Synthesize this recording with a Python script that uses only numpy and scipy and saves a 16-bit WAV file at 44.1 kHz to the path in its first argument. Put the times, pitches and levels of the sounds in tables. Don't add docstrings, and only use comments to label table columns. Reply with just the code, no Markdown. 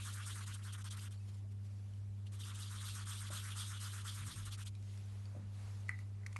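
import sys
import numpy as np
from scipy import signal
from scipy.fft import rfft, irfft, next_fast_len
from scipy.io import wavfile
from scipy.ndimage import uniform_filter1d, map_coordinates

SR = 44100
rng = np.random.default_rng(int(sys.argv[2]) if len(sys.argv) > 2 else 0)


def convert_level_to_amplitude(level_db):
    exponent = np.asarray(level_db, float) / 20
    return 10 ** exponent


def generate_wav(signal):
    frames = np.transpose(np.atleast_2d(signal))
    scaled = np.clip(frames, -1, 1) * 32767
    pcm = np.round(scaled).astype(np.int16)
    wavfile.write(sys.argv[1], SR, pcm)


N = 281784

# centre in Hz, width in Hz, level in dB.
DISC_MODES = [(1234, 410, 9.5), (2170, 1500, -10)]
BARREL_MODES = [(2330, 500, -49), (3470, 860, 33), (3900, 1800, -35), (4230, 150, 10)]
FELT_MODES = [(4940, 1970, -7.5), (6830, 1500, -4.5), (8810, 740, -1), (11590, 900, -7.5),
              (10250, 330, -21.5)]

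# turn in seconds, pressure in dB, heading (0 pull to 1 push), halt at the turn in dB, swell
# over the stroke in dB.
FIRST_DISC_STROKES = [(-0.062, -61, -0.32, -0.0, 3), (0.036, -59, 0.42, 0, -1.5),
                      (0.138, -61, -0.43, -1.3, -1.5), (0.251, -58, 0.46, 0.9, 0.5),
                      (0.344, -61, -0.31, 0, 0), (0.457, -60.5, 0.088, 4, -5), (0.534, -61.5, 0.88, 1, -8),
                      (0.575, -72, -1, 0, 0), (0.639, -63.5, 0.21, 0.2, -5), (0.719, -62, 0.7, 3.5, -9.5),
                      (0.773, -66.5, -0.18, 1.5, 8.5), (0.834, -61.0, 0.58, 15, -3.5),
                      (0.897, -62.4, 0.94, 7.5, -14), (0.974, -64.5, 0.32, -3.5, 10),
                      (1.002, -64, 0.57, 1.5, -6.4), (1.098, -72.5, 1.1, 24.8, -3),
                      (1.169, -70, 0.59, 5, 0)]
SECOND_RUN_STROKES = [
    (2.248, -85.5, 3.2, 10.6, -19.3),
    (2.309, -70, 1.06, 11.3, -1),
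    (2.387, -65, 1.36, 1.1, 3),
    (2.437, -62.5, 0.64, 0.3, -5),
                      (2.552, -62, 1.0, -2.1, 3), (2.693, -61, 0.37, 0, 2), (2.818, -59, 0.91, -2, 6.5),
                       (2.935, -60, 0.22, 0.5, -2), (3.049, -57.5, 0.82, 3, 1.7),
                       (3.189, -60.5, 0.0, -1, 2.3), (3.3, -56.5, 0.85, 2.2, 1.5),
                       (3.425, -58.5, 0.0, 0.2, 2), (3.545, -56.5, 0.92, 1.5, 1.5),
                       (3.675, -60.5, 0.13, -1.5, 0.2), (3.791, -57.5, 0.75, 2.3, -2.3),
                       (3.918, -59.7, 0.3, -0.4, 0.5), (4.036, -57.5, 0.61, 3, 2),
                       (4.139, -60.2, 0.092, 0.3, -3), (4.251, -59, 0.29, 0.7, 2),
                       (4.349, -62.5, 0.35, -0.3, -0.5), (4.447, -61.5, 0.61, 2, -4.5),
                       (4.503, -63, 1.5, 2, 2), (4.569, -63.5, 0.34, 4.5, 8),
                       (4.646, -65.5, 1.82, 4.5, 0.5), (4.704, -92, 0.5, 10, 2)]

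# share of the stroke done (0 to 1), then disc, barrel and
# felt level in dB, then disc, barrel and felt peak in Hz.
PUSH_ANSWER = [(0.0, -10, 1, -1, 1340, 3360.0, 9030), (0.15, -1.5, -3, 4.5, 1370, 3640.0, 8370),
               (0.35, -1, 4, 7.0, 1410, 3570, 8800), (0.6, 0, 5.5, 3.5, 1430, 3630, 8700),
               (0.85, -7.5, -0.5, -1.8, 1360, 3740.0, 8680)]
PULL_ANSWER = [(0.0, -8, 0, 1.7, 1480, 3860, 8640), (0.15, 1.5, -1.5, 5.9, 1450, 3960, 8810),
               (0.35, 3.5, -4.5, 4.8, 1486, 3730, 8520), (0.6, 3.5, -0.6, 0.48, 1434, 3450.0, 8870),
               (0.85, -3, 3, 0.18, 1500, 3540, 8950)]
HALT_SHARE = (1.2, 3.4, 3.9)
SWELL_SHARE = (-1.3, 1.53, 1.1)

# centre in seconds, length in seconds, finger level in dB, cloth over fingers in dB.
BRUSHES = [(1.267, .3, -73, -10), (1.292, 0.032, -66, -5.5), (1.347, .03, -69, -12),
           (1.382, 0.052, -73, -12), (1.521, .025, -72.5, -12), (1.659, .05, -72.5, -11),
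           (1.75, 0.34, -77, -7), (4.76, .12, -88, -4), (1.935, 0.24, -77.5, -3), (2.2, 0.27, -89, -8),
           (4.934, 0.35, -68.5, -9), (5.15, 0.44, -71, -1.5), (5.365, 0.31, -77, 7.5),
           (5.65, 0.32, -67, -0.2), (5.834, 0.47, -71.5, 0), (6.005, 0.073, -72, 0), (6.15, .2, -89, -2),
           (6.262, 0.18, -82, 12), (6.39, 0.26, -70.5, -6)]
# frequency in Hz, density in dB per Hz.
CLOTH_SPECTRUM = [(250, -25), (380, -3.5), (900, -5.5), (1440, -7), (2500, -16), (4000, -37)]
FINGER_SPECTRUM = [(1200, -14), (2100, 1.5), (4300, 0.5), (6300, -1), (9700, -3.5), (11700, -6.5)]

# frequency in Hz, level in dB, decay t60 in seconds.
CAP_RINGS = [(1990, -1, .022), (1580, -20, 0.032), (1270, -16, 0.019)]
# time in seconds, peak in dB, crack in dB.
CAP_HITS = [
    (5.884, -53.5, -2),
    (5.892, -27.5, -19.5),
    (5.9894, -49, -9),
    (6.2334, -57, -19),
]
# time in seconds, peak in dB, ring in Hz, crack in dB.
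PHONE_TAPS = [
    (6.2633, -34.5, 2035, -18),
    (6.2637, -47, 5630, -16),
    (6.2665, -42.5, 2200, -8),
    (6.3265, -53, 1980, -10),
    (6.329, -51.5, 1960, -5.5),
    (6.3616, -34.5, 1150, -25),
    (6.3625, -35.5, 2300, -26),
    (6.3666, -35.5, 2200, -13.5),
    (6.388, -64, 1500, -5),
]
# time in seconds, peak in dB, ring in Hz, crack in dB.
PEN_TICKS = [
    (1.175, -63, 4500, -8),
    (1.936, -64, 3000, -4),
    (4.751, -59.5, 3900, -1),
    (4.752, -60, 2410, -9),
    (4.826, -66, 2400, 3),
    (5.256, -64, 2500, -12),
    (4.975, -59.5, 5600, 1),
    (5.255, -57, 4560, -7),
]
# time in seconds, peak in dB, ring in Hz,
# decay t60 in seconds.
KNOCKS = [(1.445, -72, 652, 0.16), (3.302, -51.5, 587, 0.049), (3.304, -58.5, 330, 0.039),
          (5.349, -55, 590, 0.051), (5.369, -55, 580, .04), (3.303, -60, 715, .05),
          (5.351, -63, 710, 0.051), (5.364, -51, 230, 0.044), (5.394, -52, 207, 0.13),
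          (5.428, -55.5, 198, 0.079), (1.2, -76, 2600, .23)]

# centre in seconds, length in seconds, rumble in dB, boom in dB.
THUDS = [
    (3.335, 0.12, -59.5, -79),
    (4.307, 0.24, -49, -58),
    (5.4, .12, -59, -72),
]
# frequency in Hz, density in dB per Hz.
BOOM_SPECTRUM = [(20, -24), (45, 19), (70, -11), (100, -27)]
RUMBLE_SPECTRUM = [(60, 3), (130, 11), (220, -7), (400, -17), (700, -36)]

# frequency in Hz, decay t60 in seconds.
ROOM_DECAY = [(300, 0.25), (2000, 0.2), (10000, 0.11)]
MAINS_HZ = 50.023
# multiple of the mains, level in dB rms.
HUM_LINES = [(2, -46), (4, -66), (8, -82.5), (12, -91.5)]
# time in seconds, width in seconds, dip in dB.
HUM_SHAKE = (4.335, 0.029, -20.5)
# frequency in Hz, density in dB per Hz.
DRONE_SPECTRUM = [(25, -35), (36, -22), (42, -6), (50, 0), (65, -2.5), (85, 0), (150, -9.5), (250, -13),
                  (400, -22), (600, -27), (900, -32.5)]
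AIR_SPECTRUM = [(150, -29), (300, -8.5), (600, -11.5), (1100, -13), (2000, -17), (5000, -20.5), (9500, -23),
                (12300, -25.5)]


def marker():
    disc_lean = lambda t: (stroked(4, t) / 1430) ** 1.7
    barrel_lean = lambda t: (stroked(5, t) / 3680) ** 1.35
    felt_lean = lambda t: (stroked(6, t) / 8740) ** 2.1
    disc = rubbed(1, DISC_MODES, disc_lean, low_hz=950, bright_db=1.5, sharpen=0.18, grit_db=1.0, patchy_db=1.5)
    barrel = rubbed(2, BARREL_MODES, barrel_lean, low_hz=1800, bright_db=3.5, sharpen=0.15,
                    grit_db=0.8, patchy_db=3.0)
    felt = rubbed(3, FELT_MODES, felt_lean, low_hz=4400, bright_db=0.8, sharpen=0.26, grit_db=1.07, patchy_db=2.0)
    return convert_level_to_amplitude(0.4) * disc + convert_level_to_amplitude(0.9) * barrel + convert_level_to_amplitude(0.15) * felt


def rubbed(part, modes, lean, low_hz, bright_db, sharpen, grit_db, patchy_db):
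    def colour(hz, t):
        f = hz / lean(t)
        body = 0
        for k, (centre, width, db) in enumerate(modes):
            damping = 1j * f * width
            body = body + (-1) ** k * convert_level_to_amplitude(db) * damping / (centre * centre - f * f + damping)
        firmness = np.clip(stroked(part, t) + 58, -10, 10) / 10
        small = 1 / (1 + (low_hz / hz) ** 6)
        brightness = convert_level_to_amplitude(bright_db * firmness * np.log2(hz / low_hz))
        gain = abs(body) ** (1 + sharpen * firmness) * small * brightness
        return gain / np.linalg.norm(gain, axis=0)

    slips = patchy(patchy_db, colour) * convert_level_to_amplitude(grit_db * wobble(150))
    return convert_level_to_amplitude(stroked(part, np.arange(N) / SR)) * unit(slips)


def stroked(column, t):
    first = stroke_marks(FIRST_DISC_STROKES)
    second = stroke_marks(SECOND_RUN_STROKES)

    def lifted(mark, delay):
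        return np.r_[mark[0] + delay, -110, -110, -110, mark[4:]]

    marks = np.vstack([first, lifted(first[-1], .03), lifted(second[0], -.01), second, lifted(second[-1], .02)])
    return np.interp(t, np.maximum.accumulate(marks[:, 0]), marks[:, column])


def stroke_marks(strokes):
    turn, pressure_db, heading, halt_db, swell_db = np.transpose(strokes)[:, :, None, None]
    share = np.array(PUSH_ANSWER)[:, :1]
    push, pull = np.array(PUSH_ANSWER)[:, 1:], np.array(PULL_ANSWER)[:, 1:]
    marks = pull + heading * (push - pull)
    swell = swell_db * (share - .4) * SWELL_SHARE
    halt = (share == 0) * halt_db * HALT_SHARE
    marks[..., :3] += pressure_db + swell - halt
    times = turn + share * np.diff(turn, axis=0, append=0)
    last = (len(strokes) - 1) * len(share) + 1
    return np.column_stack([times.ravel(), marks.reshape(-1, 6)])[:last]


def sleeve():
    s, length, db, cloth_db = np.transpose(BRUSHES)
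    cloth = swells(s, length, db + cloth_db) * rush(CLOTH_SPECTRUM, patchy_db=0.5)
    fingers = swells(s, length, db) * rush(FINGER_SPECTRUM, patchy_db=2.0)
    return cloth + fingers


def clicks():
    out = np.zeros(N + SR)
    t = np.arange(SR // 5) / SR
    rows = contacts()
    crack_band = signal.butter(3, [900, 9500], "band", fs=SR, output="sos")
    noise = signal.sosfilt(crack_band, rng.standard_normal((len(rows), len(t))))
    for (s, db, hz, t60, crack_db), hiss in zip(rows, noise):
        onset = 1 - np.exp(-(t / .0006) ** 2)
        ring = convert_level_to_amplitude(-60 * t / t60) * np.sin(2 * np.pi * hz * t) * onset
        crack = convert_level_to_amplitude(crack_db - 60 * t / 0.018) * hiss
        out[round(s * SR):][:len(t)] += convert_level_to_amplitude(db + 4.5) * (ring + crack)
    return out[:N]


def contacts():
    rows = [(*knock, -30) for knock in KNOCKS]
    for s, db, crack_db in CAP_HITS:
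        for hz, level, t60 in CAP_RINGS:
            rows.append((s, db + level, hz, t60, crack_db + level))
    for small, t60 in ((PEN_TICKS, 0.014), (PHONE_TAPS, 0.0085)):
        rows += [(s, db, hz, t60, crack_db) for s, db, hz, crack_db in small]
    return rows


def thuds():
    s, length, rumble_db, boom_db = np.transpose(THUDS)
    boom = swells(s + 0.7 * length, 1.6 * length, boom_db)
    rumble = swells(s, length, rumble_db)
    return boom * rush(BOOM_SPECTRUM, patchy_db=0) + rumble * rush(RUMBLE_SPECTRUM, patchy_db=0)


def room(x):
    hz, t, z = signal.stft(rng.standard_normal(SR // 2), SR, nperseg=256)
    decay = convert_level_to_amplitude(-60 * t / along(ROOM_DECAY, hz)[:, None])
    tail = signal.istft(z * decay, SR, nperseg=256)[1]
    return signal.fftconvolve(np.pad(x, (200, 0)), tail / np.linalg.norm(tail))[:N]


def hum():
    t = np.arange(N) / SR
    lines = np.zeros(N)
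    for k, db in HUM_LINES:
        level = np.sqrt(2) * convert_level_to_amplitude(db + 0.15 * k * wobble(5.9))
        lines += level * np.sin(2 * np.pi * k * MAINS_HZ * t)
    s, width, dip_db = HUM_SHAKE
    lines *= convert_level_to_amplitude(dip_db * np.exp(-((t - s) / width) ** 2))
    drone = convert_level_to_amplitude(-62.5) * rush(DRONE_SPECTRUM, patchy_db=0.96)
    air = convert_level_to_amplitude(-73) * rush(AIR_SPECTRUM, patchy_db=2.0)
    return lines + drone + air


def swells(s, length, db):
    t = np.arange(0, N / SR + .002, .002)
    bells = convert_level_to_amplitude(db - 48 * ((t[:, None] - s) / length) ** 2)
    gain = np.sqrt((bells ** 2).sum(axis=1))
    return np.interp(np.arange(N) / SR, t, gain)


def rush(spectrum, patchy_db):
    closed = [(1, -120), *spectrum, (SR / 2, -120)]
    return unit(filtered(patchy(patchy_db), lambda hz: convert_level_to_amplitude(along(closed, hz))))


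def patchy(patchy_db, colour=lambda hz, t: 1):
    hz, t, z = signal.stft(rng.standard_normal(N + 512), SR, nperseg=256)
    field = uniform_filter1d(rng.standard_normal(z.shape), size=4, axis=0)
    field = uniform_filter1d(field, size=10, axis=1)
    shaped = z * convert_level_to_amplitude(patchy_db * unit(field)) * colour(hz[:, None] + 1, t)
    return signal.istft(shaped, nperseg=256)[1][:N]


def filtered(x, response):
    m = next_fast_len(N + SR // 2)
    return irfft(rfft(x, m) * response(np.fft.rfftfreq(m, 1 / SR)), m)[:N]


def wobble(rate):
    knots = rng.standard_normal(int(N * rate / SR) + 4)
    return map_coordinates(knots, [np.arange(N) * rate / SR])


def along(points, hz):
    f, v = np.transpose(points)
    return np.interp(np.log(hz + 1), np.log(f + 1), v)


def unit(x):
    return x / np.sqrt(np.mean(x ** 2) + 1e-20)


def top_gate(x):
    hz, t, z = signal.stft(x, SR, nperseg=1024)
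    level_db = 10 * np.log10(np.mean(abs(z[hz > 8000]) ** 2, axis=0) + 1e-20)
    rise_db = np.clip(level_db - uniform_filter1d(level_db, size=30), -4, 4)
    edge_hz = 12030 + 95 * rise_db
    return signal.istft(z / (1 + (hz[:, None] / edge_hz) ** 300), SR, nperseg=1024)[1][:N]


def scene():
    contact = clicks()
    wet_db = np.where(np.arange(N) < 6.2 * SR, -9, -16)
    return (marker() + sleeve() + thuds() + contact + room(convert_level_to_amplitude(wet_db) * contact) + hum())[None]


def band_limit(x):
    return signal.sosfilt(signal.butter(12, 12410, fs=SR, output="sos"), x)


def record(dry):
    microphone = filtered(dry[0], lambda hz: 1 / (1 + (hz / 12300) ** 40))
    heard = top_gate(microphone)[None]
    return band_limit(heard)


dry = scene()
out = record(dry)
generate_wav(out)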